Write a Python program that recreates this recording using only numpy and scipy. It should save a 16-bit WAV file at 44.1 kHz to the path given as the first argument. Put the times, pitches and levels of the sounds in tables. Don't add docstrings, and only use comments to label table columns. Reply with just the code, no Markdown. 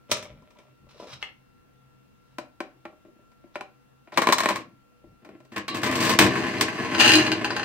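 import sys
import numpy as np
from scipy import signal
from scipy.fft import rfft, irfft, next_fast_len
from scipy.io import wavfile
from scipy.ndimage import uniform_filter1d

SR = 44100
rng = np.random.default_rng(int(sys.argv[2]) if len(sys.argv) > 2 else 0)


def gain_from_db(level_db):
    decades = np.asarray(level_db, float) / 20
    return 10 ** decades


def store_pcm(level_fs):
    pcm = np.round(np.clip(level_fs, -1, 1) * 32767).astype(np.int16)
    wavfile.write(sys.argv[1], SR, np.atleast_2d(pcm).T)


N = 336924

# t/s, force/dB, thud/dB, contact/ms, edge/dB
SLOT_TAPS = [(2.383, -22, -4, 4.7, 4), (2.603, -21, -1.5, 4.7, 1), (2.665, -49.5, -5.5, 6, 3),
             (2.852, -30, -3.5, 5, -4.5), (2.925, -58.5, 12, 8, 0), (3.048, -51.5, 8.5, 17, 0),
             (3.083, -60.5, 13, 8.9, 0), (3.155, -68, 18, 8, 0), (3.19, -68, 18, 6.5, 0),
             (3.316, -54, -9, 6.7, 13), (3.439, -53.5, 13.5, 10, 0), (3.555, -21, -11.5, 6.3, -4),
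             (3.608, -24.5, -13.5, 3.9, 0), (4.073, -42, -3.5, 10, -5), (4.12, -32.5, -5, 22, -0.5),
             (5.038, -57.5, 17, 6, 0), (5.247, -40.5, -27, 9.7, 5.5), (5.289, -40.5, 4, 4.5, 3),
             (5.402, -47, 3, 6, 8), (5.449, -54, 3, 9, 18)]
# t/s, force/dB, thud/dB, contact/ms
COIN_BOUNCES = [(4.173, -9.5, -9.5, 8.8), (4.187, -21, 2, 6), (4.217, -14.5, -8.5, 13),
                (4.27, -10, -6, 3.5), (4.287, -12.5, -1, 3.5), (4.298, -18.5, -2.5, 6.4),
                (4.323, -8.5, -20, 9), (4.382, -17, -27.5, 9.9), (4.403, -14, -16, 5.1),
                (4.433, -20, -16, 7.3), (4.457, -12.5, -4, 3.4), (4.487, -15, -17, 11),
                (4.505, -21.5, -1.5, 5.7), (4.526, -42, 4.5, 23), (4.557, -24, -25.5, 10),
                (4.585, -39, -1, 5.4)]
# t/s, force/dB, thud/dB, contact/ms, edge/dB
LEVER_KNOCKS = [(5.518, -40, 3.5, 34, 0), (5.561, -23, -4, 13, -3), (5.579, -25, -15, 3.5, -1.5),
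                (5.68, -25.5, -11, 8.4, 0.5), (5.744, -26.5, -2.5, 32, 3), (5.769, -25.5, -2, 3.8, 2),
                (5.816, -32, -14, 5.9, 2), (5.831, -16, -8.5, 21, -3.5), (5.862, -21, 1.5, 15, 2),
                (5.912, -31.5, -10, 3.9, 11), (5.923, -21.5, -7, 28, -3), (5.954, -23.5, -2, 17, 7.5),
                (6.004, -25, -5, 8.1, 11), (6.026, -20.5, -10, 12, 4.5), (6.05, -21.5, -16, 17, 4.5),
                (6.093, -17.5, -18, 8, 1), (6.114, -18, -18, 5, -2), (6.135, -25, 4, 8.8, 5),
                (6.161, -29, -12, 4.6, -4), (6.188, -2.5, -7, 4.9, 0.5), (6.2, -15, 4, 10.4, -2),
                (6.211, -9, -1, 7.7, -1), (6.222, -13, 2.5, 8.5, 3), (6.239, -18.5, 8, 14, 3),
                (6.262, -17, -8, 6.3, -3), (6.609, -11, -11, 7.5, 3), (6.626, -22, -1, 11.6, -3)]
# t/s, force/dB, thud/dB
PAWL_DROPS = [(6.9461, -17.5, -1), (6.9965, -10.5, -9), (7.0758, -5.5, -27), (7.0914, -6.5, -29),
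              (7.1167, -6.5, -31), (7.1342, -5, -29), (7.1534, -5.5, -46), (7.2639, -17.5, -10),
              (7.316, -12, -8), (7.3731, -47, -2), (7.444, -14.5, -1.5), (7.5033, -21, 2),
              (7.5632, -17, -3.5), (7.5944, -23.5, 3), (7.6294, -23.5, 1)]
# t/s, force/dB, thud/dB
REEL_WOBBLES = [(6.31, -23, -4), (6.354, -18.5, -10), (6.395, -31, 6), (6.445, -24, -2),
                (6.465, -21.5, -12), (6.536, -24.5, -3), (6.57, -42, -13), (6.681, -20.5, -5),
                (6.755, -30, -14), (6.781, -27.5, -20), (6.83, -32, -7), (6.855, -36, -14),
                (6.921, -25, -3), (7.417, -32, 0)]
# t/s, force/dB, thud/dB
DESK_KNOCKS = [
    (.094, -43, 15),
    (.114, -9, -4),
    (.144, -37, -12),
    (.18, -50, 0),
    (.225, -30.5, -2),
    (.245, -39, 3),
    (.312, -55, 9),
    (.42, -62, 12),
    (.504, -48.5, -8),
    (.586, -44, 2),
]
# t/s, force/dB, thud/dB
DESK_SHUFFLES = [
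    (.907, -50.5, -17),
    (.945, -60, 6),
    (.998, -43, 17),
    (1.023, -47, 18),
    (1.04, -45, 13.5),
    (1.07, -43.5, 5.5),
    (1.135, -48, -5),
]
# t/s, force/dB, thud/dB
FINGER_TOUCHES = [(.255, -43, -3), (.42, -50.5, -9), (.505, -52, -9), (.55, -52.5, -12), (.59, -52, -3),
                  (.63, -54, -2), (.65, -58, 5), (.68, -56, -2.5), (.865, -57.5, 7), (.943, -60, 12),
                  (.958, -58, 13), (.975, -61, 12)]
# t/s, force/dB, thud/dB
GLASS_CLINKS = [
    (1.2256, -19.5, -12.5),
    (1.2364, -33, -11),
    (1.257, -40, -9),
    (1.272, -41, -21),
    (1.29, -42, -16.5),
]

# f/Hz, width/Hz, level/dB
CABINET_MODES = [(151.4, 19, 8), (229.6, 9.7, 1), (263, 16, 6), (313.7, 35, 7), (350.8, 18, 10),
                 (437, 81, 0.5), (623.5, 34, -6.5), (679, 98, -8.5), (1085, 96, -4), (1560, 42, -12.5),
                 (1752, 60, -7), (1914, 100, -10.5), (2110, 120, -11), (2502, 430, -13.5), (4400, 400, -28)]
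SLOT_MODES = [(290, 31, -11.5), (361, 39, 9), (629, 41, 3), (732, 79, -5.5), (815, 66, -10.5),
              (1030, 85, -4), (1420, 150, -9.5), (1860, 150, -14.5), (2360, 300, -13.5), (2870, 310, -29.5),
              (3970, 160, -17.5), (4830, 400, -22.5), (5650, 510, -32)]
CHUTE_MODES = [(237, 22, -25), (272, 7.6, -8.5), (343, 14, -2.5), (628, 55, 2.5), (1064, 58, 4.5),
               (1158, 81, -7), (1396, 29, -5.5), (1650, 80, -10), (1885, 83, -6), (2290, 170, -9),
               (4040, 100, -10.5), (5630, 220, -24), (6640, 550, -35.5)]
METAL_MODES = [(841, 25, 4), (1054, 42, 6), (1571, 92, 2.5), (1744, 217, 3.5), (2504, 90, -3),
               (2790, 144, 2.5), (3020, 120, -5), (4150, 145, -3), (4550, 180, -24.5), (4750, 230, -4.5),
               (6070, 260, -5), (6900, 230, -20), (7100, 86, -30)]
DESK_MODES = [(132, 6, 0), (262, 25, -3), (520, 50, -7), (610, 40, 5), (720, 60, -3), (1000, 45, -4),
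              (1300, 250, -10), (2410, 600, -10), (3700, 1100, -11), (5500, 1200, -11)]
GLASS_MODES = [(600, 60, -10), (950, 90, -10), (1300, 200, -11), (2100, 24, 5), (2240, 45, 1),
               (2620, 150, -5), (2910, 170, -5), (3250, 200, -6), (4300, 300, -8), (5300, 300, -10),
               (6100, 200, -19)]
CLOTH_MODES = [(142, 29, 22.5), (650, 140, 6.5), (1220, 1000, 1.5), (2840, 600, -2.5), (4050, 630, 5),
               (4710, 320, 6.5), (5300, 660, 12)]
# f/Hz, level/dB per Hz
CRACK_COLOUR = [(40, -10.5), (300, -1.5), (1000, -9), (3600, -14.5), (5000, -17.5), (8500, -24.5),
                (10000, -39), (13000, -28), (15800, -39), (16500, -71)]
# f/Hz, level/dB, time to fall 60 dB/s
SPRING_MODES = [(1137, 0, .5), (1800, -9, .15), (2330, -7, .12), (2815, -8, .5), (3235, -6, .18),
                (3779, -8, .3), (4032, -4, .4), (4250, -7, .15), (4480, -6, .2), (5000, -9, .15)]

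# t/s, level/dB
REEL_EFFORT = [
    (6.19, -24),
    (6.286, -30.5),
    (6.432, -32),
    (6.666, -39),
    (6.912, -31),
    (7.16, -27.5),
    (7.308, -31),
    (7.482, -35.5),
    (7.64, -38.5),
]
CHATTER_EFFORT = [
    (6.25, -39),
    (6.6, -45),
    (6.88, -44),
    (6.97, -40.5),
    (7.0, -16.5),
    (7.09, -16),
    (7.158, -30.5),
    (7.192, -22),
    (7.3, -39.5),
]
SCRAPE_EFFORT = [
    (.07, -82),
    (.106, -50),
    (.112, -42),
    (.125, -66),
    (.165, -46.5),
    (.341, -67.5),
    (.495, -76),
    (.639, -64.5),
    (.75, -80),
]
TUMBLE_EFFORT = [
    (4.16, -46),
    (4.33, -36.5),
    (4.37, -40.5),
    (4.448, -31),
    (4.52, -31.5),
    (4.62, -49.5),
]
PULL_EFFORT = [
    (5.69, -44),
    (5.8, -41),
    (5.89, -31),
    (6.1, -27),
    (6.14, -29),
    (6.178, -56),
]
# t/s, level/dB
GRIP_EFFORT = [
    [(5.22, -64), (5.36, -61.5)],
    [(5.51, -81), (5.58, -37.5), (5.66, -91)],
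]
# t/s, level/dB
RUSTLE_EFFORT = [
    [(.89, -60), (.93, -59.5), (.975, -63), (1.01, -54), (1.08, -55.5), (1.135, -41.5), (1.185, -81),
     (1.222, -42)],
    [(2.25, -80.5), (2.27, -74), (2.37, -82.5)],
    [(3.525, -84), (3.553, -47)],
    [(4.122, -56), (4.145, -46), (4.168, -82)],
]
# t/s, level/dB
BOOM_LEVEL = [(5.7, -46), (6.098, -48), (6.19, -48), (6.56, -50.5), (7.034, -31.5), (7.11, -20),
              (7.145, -20.5), (7.19, -15.5), (7.23, -24), (7.265, -39), (7.331, -19.5), (7.37, -40),
              (7.64, -56)]
# t/s, level/dB
RUMBLE_LEVEL = [(.1, -68), (.13, -61), (.23, -66), (.28, -65.5), (.32, -52), (.43, -57), (.46, -70),
                (.78, -73.5), (.84, -56.5), (.9, -65), (1.1, -69), (1.16, -59), (1.2, -59), (1.3, -68),
                (4.999, -79), (5.06, -57), (5.14, -58), (5.2, -74)]

HUM_COLOUR = [(12, -56.5), (30, -28.5), (55, -3), (91, -25), (138, -3.5), (163, -28.5), (204, -5.5),
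              (434, -18), (1260, -23), (1610, -24.5), (2670, -29.5), (16000, -47.5)]
WHINE_TONES = [(1361, -70.5), (2722, -81.5), (489, -78.5), (131, -69.5)]
HUM_LIKENESS = [(60, -0.38), (240, -0.68), (950, -0.41), (3770, -0.025), (15000, -1.1)]
PORT_LEAN = [(60, 1.5), (300, 2.5), (1000, 2), (3000, 1.5), (6000, -1), (9000, 13.5), (12000, 2),
             (15000, 10.5)]
ROOM_DECAY = [(150, 0.69), (500, 0.26), (2000, 0.26), (6000, 0.2), (14000, 0.044)]
ROOM_LIKENESS = [(100, 1), (300, .95), (700, 1), (2000, 0), (8000, 0.3)]
PORT_APART = [0.6, 0.22, 0.95]

# edge under the force/dB, edge lost per dB of thud/dB, usual contact/ms
TOUCH = dict(taps=(-17, .05, 5.4), coin=(-17.5, 0.39, 6), lever=(-9.5, 0.22, 8), pawl=(-18.5, 0.14, 7.9),
         nearby=(-1.1, 0.062, 7.5), fidget=(-9, .1, 9.1), wobble=(-16, 0.18, 10),
         clink=(-18.5, 0.041, 1.76))
# (low/dB, high/dB) at firm effort, (low, high)/dB per dB
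FOLLOW = dict(tumble=((-8, -10), (0.4, 1)), gears=((-.6, -13), (.65, 4)), reels=((-.6, -12), (.65, 0.6)),
          chatter=((-3, -10), (0.78, 0.86)), scrape=((-5, 14), (0.8, 1.9)), rustle=((-13, -7), (0.8, 1)))

FIRM_DB = -30
EDGE_HZ = 16100
DESK_CRACK_DB = -15


def evened(x):
    return x / np.sqrt(np.mean(x ** 2) + 1e-20)


def read(points, hz):
    f, value = np.transpose(points)
    return np.interp(np.log(hz + 1), np.log(f + 1), value)


def add(mix, s, sound):
    part = mix[:, round(s * SR):][:, :sound.shape[1]]
    part += sound[:, :part.shape[1]]


def hum(loud):
    frames, hz, t = N // 512 + 5, np.fft.rfftfreq(2048, 1 / SR), np.arange(N) / SR
    a, b, c, d, patches = rng.standard_normal((frames, 1025, 5)).T
    patches = evened(uniform_filter1d(uniform_filter1d(patches, 14, 0), 8, 1))
    same = np.clip(read(HUM_LIKENESS, hz), -1, 1)[:, None]
    left = a + 1j * b
    right = same * left + np.sqrt(1 - same ** 2) * (c + 1j * d)
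    z = np.array([left, right]) * gain_from_db(read(HUM_COLOUR, hz)[:, None] + 1.4 * patches)
    air = gain_from_db(-61.5) * evened(signal.istft(z, nperseg=2048, noverlap=1536)[1][:, :N])
    wavers = evened(uniform_filter1d(rng.standard_normal((len(WHINE_TONES), N)), 6000, axis=1))
    tones = np.zeros(N)
    for (f, db), waver in zip(WHINE_TONES, wavers):
        level_db = db + (1.75 + 400 / f) * waver - 300 / f
        tones += gain_from_db(level_db) * np.sqrt(2) * np.sin(2 * np.pi * f * t)
    power = signal.lfilter([1 / 1200], [1, 1 / 1200 - 1], loud[0] ** 2)
    loud_db = 10 * np.log10(power + 1e-12)
    push_down = gain_from_db(.8 * np.maximum(loud_db + 38.5, 0))
    return air * gain_from_db([[.8], [-.8]]) + tones * gain_from_db([[1.], [-1.]]) / push_down


def rumble():
    centre_hz, width_hz = 120., 89.9
    edges = [max(centre_hz - width_hz, 25), centre_hz + width_hz]
    band = signal.butter(2, edges, "band", fs=SR, output="sos")
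    level_db = np.interp(np.arange(N) / SR, *np.transpose(RUMBLE_LEVEL), -200, -200)
    low = evened(signal.sosfilt(band, rng.standard_normal(N)))
    return low * gain_from_db(level_db + np.array([[1.], [-1.]]))


def room(x):
    taps = np.zeros((2, SR // 2))
    at = np.arange(160, SR // 2 - 20, 20)
    at = at + rng.integers(0, 20, (2, len(at)))
    np.put_along_axis(taps, at, rng.choice([-1., 1.], at.shape), 1)
    hz, t, z = signal.stft(taps, SR, nperseg=256)
    z = z * gain_from_db(-60 * t / read(ROOM_DECAY, hz)[:, None])
    z /= np.sqrt((abs(z) ** 2).sum(2, keepdims=True))
    same = np.clip(read(ROOM_LIKENESS, hz), 0, 1)[:, None]
    z[1] = same * z[0] + np.sqrt(1 - same ** 2) * z[1]
    tail = signal.istft(z, SR, nperseg=256)[1]
    tail[:, :160] = 0
    return signal.fftconvolve(x, tail / np.linalg.norm(tail[0]), axes=1)[:, :N]


def ports(x):
    lag = 2.57
    size = next_fast_len(N + 512)
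    hz = np.fft.rfftfreq(size, 1 / SR)
    lean = gain_from_db(read(PORT_LEAN, hz) / 2)
    left = lean * np.exp(-2j * np.pi * hz * lag / SR)
    return irfft(rfft(x, size) * np.array([left, 1 / lean]), size)[:, :N]


def causal(db):
    log = np.log(gain_from_db(np.maximum(np.r_[db, db[-2:0:-1]], -100)))
    return np.fft.ifft(np.exp(log - 1j * signal.hilbert(log).imag)).real[:len(db)]


def body(modes, low_hz, high_hz, crack_db, spot_db):
    t, grid = np.arange(4096) / SR, np.fft.rfftfreq(8192, 1 / SR)
    hz, width, db = np.transpose(modes)[:, :, None]
    weight, shift = rng.standard_normal((2,) + db.shape)
    db = db + min(spot_db, 3.) * weight
    hz = hz + .35 * np.minimum(width, 120) * shift
    fade = np.exp(-np.pi * width * t)
    ring = (gain_from_db(db) * 2 * np.pi * width / SR * fade * np.sin(2 * np.pi * hz * t)).sum(0)
    whole = ring + gain_from_db(crack_db) * causal(read(CRACK_COLOUR, grid))[:len(t)]
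    small = signal.butter(4, .75 * hz.min(), "high", fs=SR, output="sos")
    whole = signal.sosfilt(small, whole)
    parts = []
    for edge, kind in (([low_hz, high_hz], "band"), (low_hz, "low"), (high_hz, "high")):
        parts.append(signal.sosfilt(signal.butter(3, edge, kind, fs=SR, output="sos"), whole))
    parts = np.array(parts)
    return parts / np.linalg.norm(parts, axis=1)[:, None]


def flurry(ms, t):
    fade = np.exp(-t * 1000 / max(ms, .2)) * np.minimum(t / 0.0015, 1)
    grit = rng.standard_normal((2, len(t)))
    z = rfft(grit * abs(grit) * fade)
    broad = np.sqrt(uniform_filter1d(abs(z) ** 2, 7, axis=1))
    return evened(irfft(z / broad, len(t)) * fade ** .2)


def blows(rows, touch, modes, low_hz, high_hz, crack_db, spot_db, trim_db, pan_db=0.):
    out, t = np.zeros((2, N)), np.arange(2400) / SR
    apart = np.clip(PORT_APART, 0, 1)[:, None]
    edge_db, dulling, usual_ms = TOUCH[touch]
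    for s, force_db, thud_db, *more in rows:
        ms, sharp_db = more + [usual_ms, 0][len(more):]
        softness = 0.16 * (force_db - FIRM_DB)
        high_db = edge_db + sharp_db - dulling * thud_db + softness
        dbs = force_db + np.array([0, thud_db, high_db])
        parts = body(modes, low_hz, high_hz, crack_db, spot_db)
        left, other = signal.fftconvolve(flurry(ms, t)[:, None], parts[None], axes=2)
        peak = np.sqrt(uniform_filter1d(left ** 2, 200, axis=1).max(1))
        right = np.sqrt(1 - apart ** 2) * left + apart * other
        add(out, s, (gain_from_db(dbs) / peak) @ np.array([left, right]))
    return gain_from_db(trim_db + np.array([[pan_db], [-pan_db]])) * out


def rattle(tables, follow, modes, low_hz, high_hz, crack_db, per_s, spread_db, same,
           blunt_hz=EDGE_HZ, count=3):
    return rattle_mixed([(rows, follow) for rows in tables], modes, low_hz, high_hz, crack_db,
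                        per_s, spread_db, same, blunt_hz, count)


def rattle_mixed(spans, modes, low_hz, high_hz, crack_db, per_s, spread_db, same, blunt_hz, count):
    t, level, out = np.arange(N) / SR, np.zeros((3, N)), np.zeros((2, N))
    for rows, follow in spans:
        firm_db, slope = FOLLOW[follow]
        effort = np.interp(t, *np.transpose(rows), -400, -400) - FIRM_DB
        level += gain_from_db(FIRM_DB + np.r_[0, firm_db][:, None] + np.r_[1, slope][:, None] * effort)
    first = np.argmax(level[0] > 1e-8)
    last = N - np.argmax(level[0, ::-1] > 1e-8)
    for spot in range(count):
        size, sign, chance = rng.random((3, 2, last - first))
        knocks = gain_from_db(spread_db * np.minimum(-np.log(size), 4)) * np.sign(sign - .5)
        knocks = evened(knocks * (chance < per_s / count / SR)) / np.sqrt(count)
        gusts = evened(uniform_filter1d(rng.standard_normal(last - first), round(SR / 25. 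/ 2)))
        knocks *= evened(gain_from_db(3. * uniform_filter1d(gusts, 200)))
        knocks[1] = same * knocks[0] + np.sqrt(1 - same ** 2) * knocks[1]
        parts = body(modes, low_hz, high_hz, crack_db, 2.6)
        parts = signal.sosfilt(signal.butter(1, blunt_hz, fs=SR, output="sos"), parts)
        shaken = knocks * level[:, None, first:last]
        add(out, first / SR, signal.oaconvolve(shaken, parts[:, None], axes=2).sum(0))
    return out


def fingers():
    return blows(FINGER_TOUCHES, "fidget", DESK_MODES[2:], 830, 1160, -26.5, 1.5, -7.5)


def rustle():
    return rattle(RUSTLE_EFFORT, "rustle", CLOTH_MODES, 800, 3500, -5, 2500, 3., .7, count=1)


def desk_knocks():
    knocks = blows(DESK_KNOCKS, "nearby", DESK_MODES, 1100, 2670, DESK_CRACK_DB, 1.5, -12.5, -0.12)
    return knocks + blows(DESK_SHUFFLES, "nearby", DESK_MODES[1:], 1030, 3200, DESK_CRACK_DB, 2.7, -10.5, -0.1)


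def scrape():
    return rattle([SCRAPE_EFFORT], "scrape", DESK_MODES, 1200, 3500, DESK_CRACK_DB, 1500, 6.8, 0.93, count=1)


def clink():
    return blows(GLASS_CLINKS, "clink", GLASS_MODES, 1500, 3500, -15, .6, -6., .4)


def slot_taps():
    return blows(SLOT_TAPS, "taps", SLOT_MODES, 630, 3000, -6.0, 1.0, -7.0, 0.19)


def coin():
    return blows(COIN_BOUNCES, "coin", CHUTE_MODES, 860, 3500, 0.4, 2.2, -3.5, 0.11)


def gears():
    spans = [(TUMBLE_EFFORT, "tumble")] + [(rows, "gears") for rows in GRIP_EFFORT + [PULL_EFFORT]]
    return rattle_mixed(spans, CABINET_MODES, 740, 3500, -9.5, 700, 2.04, 0.9, EDGE_HZ, 4)


def spring():
    t, out = np.arange(2900) / SR, np.zeros((2, N))
    twang = np.zeros(len(t))
    for hz, db, t60 in SPRING_MODES:
        twin = 1 + (hz > 1500) * .6 * np.sin(2 * np.pi * .012 * hz * t)
        twang += gain_from_db(db - 60 * t / t60) * np.sin(2 * np.pi * hz * t) * twin
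    add(out, 5.681, gain_from_db(-31) * np.ones((2, 1)) * twang * signal.windows.tukey(len(t), .2))
    return out


def lever():
    return blows(LEVER_KNOCKS, "lever", CABINET_MODES, 840, 3180, 0.9, 2.7, -5.0, 0.13)


def pawl():
    return blows(PAWL_DROPS, "pawl", METAL_MODES, 2220, 4680, -1.2, 3.9, -7.0, 0.11)


def boom():
    hz, width_hz, beat_hz = 313.4, 13.7, 42.
    t, r = np.arange(N) / SR, np.exp(-np.pi * width_hz / SR)
    turn = np.exp(2j * np.pi * hz * t)
    slow = signal.lfilter([1], [1, -2 * r, r ** 2], rng.standard_normal(N) / turn)
    steadied = slow / (abs(slow) + 2.2 * abs(slow).mean())
    beat = 1 + gain_from_db(-9.5) * np.exp(2j * np.pi * beat_hz * t)
    level_db = np.interp(t, *np.transpose(BOOM_LEVEL), -200, -200) - 3.5
    return evened((steadied * turn * beat).real) * gain_from_db(level_db)


def reels():
    whirr = rattle([REEL_EFFORT], "reels", CABINET_MODES, 740, 3500, -9.5, 700, 2.04, 0.9, 5700, count=4)
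    wobble = blows(REEL_WOBBLES, "wobble", CABINET_MODES, 930, 2300, -6.0, 3.6, -5.5, 0.1)
    chatter = rattle([CHATTER_EFFORT], "chatter", METAL_MODES, 2220, 4300, 0, 1800, 3.4, 0.13)
    return whirr + wobble + chatter


def scene():
    taps, bounces = slot_taps(), coin()
    around = desk_knocks() + scrape() + clink() + rustle()
    machine = gears() + spring() + lever() + pawl() + reels()
    direct = around + machine
    echo = gain_from_db(-3) * room(direct + gain_from_db(-3.0) * taps + gain_from_db(-4) * bounces)
    heard = ports(taps + bounces + direct + boom() + echo)
    return heard + hum(heard) + rumble() + ports(fingers())


def low_pass(x):
    return signal.sosfilt(signal.butter(12, 16810, fs=SR, output="sos"), x)


def record(dry):
    hiss = gain_from_db(-80) * np.diff(rng.standard_normal(dry.shape), prepend=0)
    noisy = dry + hiss
    knee = np.clip(noisy, -.55, .55)
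    limited = knee + .25 * np.tanh((noisy - knee) / .25)
    mix = signal.oaconvolve(limited, signal.firwin(191, EDGE_HZ, fs=SR)[None], "same")
    return low_pass(mix)


dry = scene()
out = record(dry)
store_pcm(out)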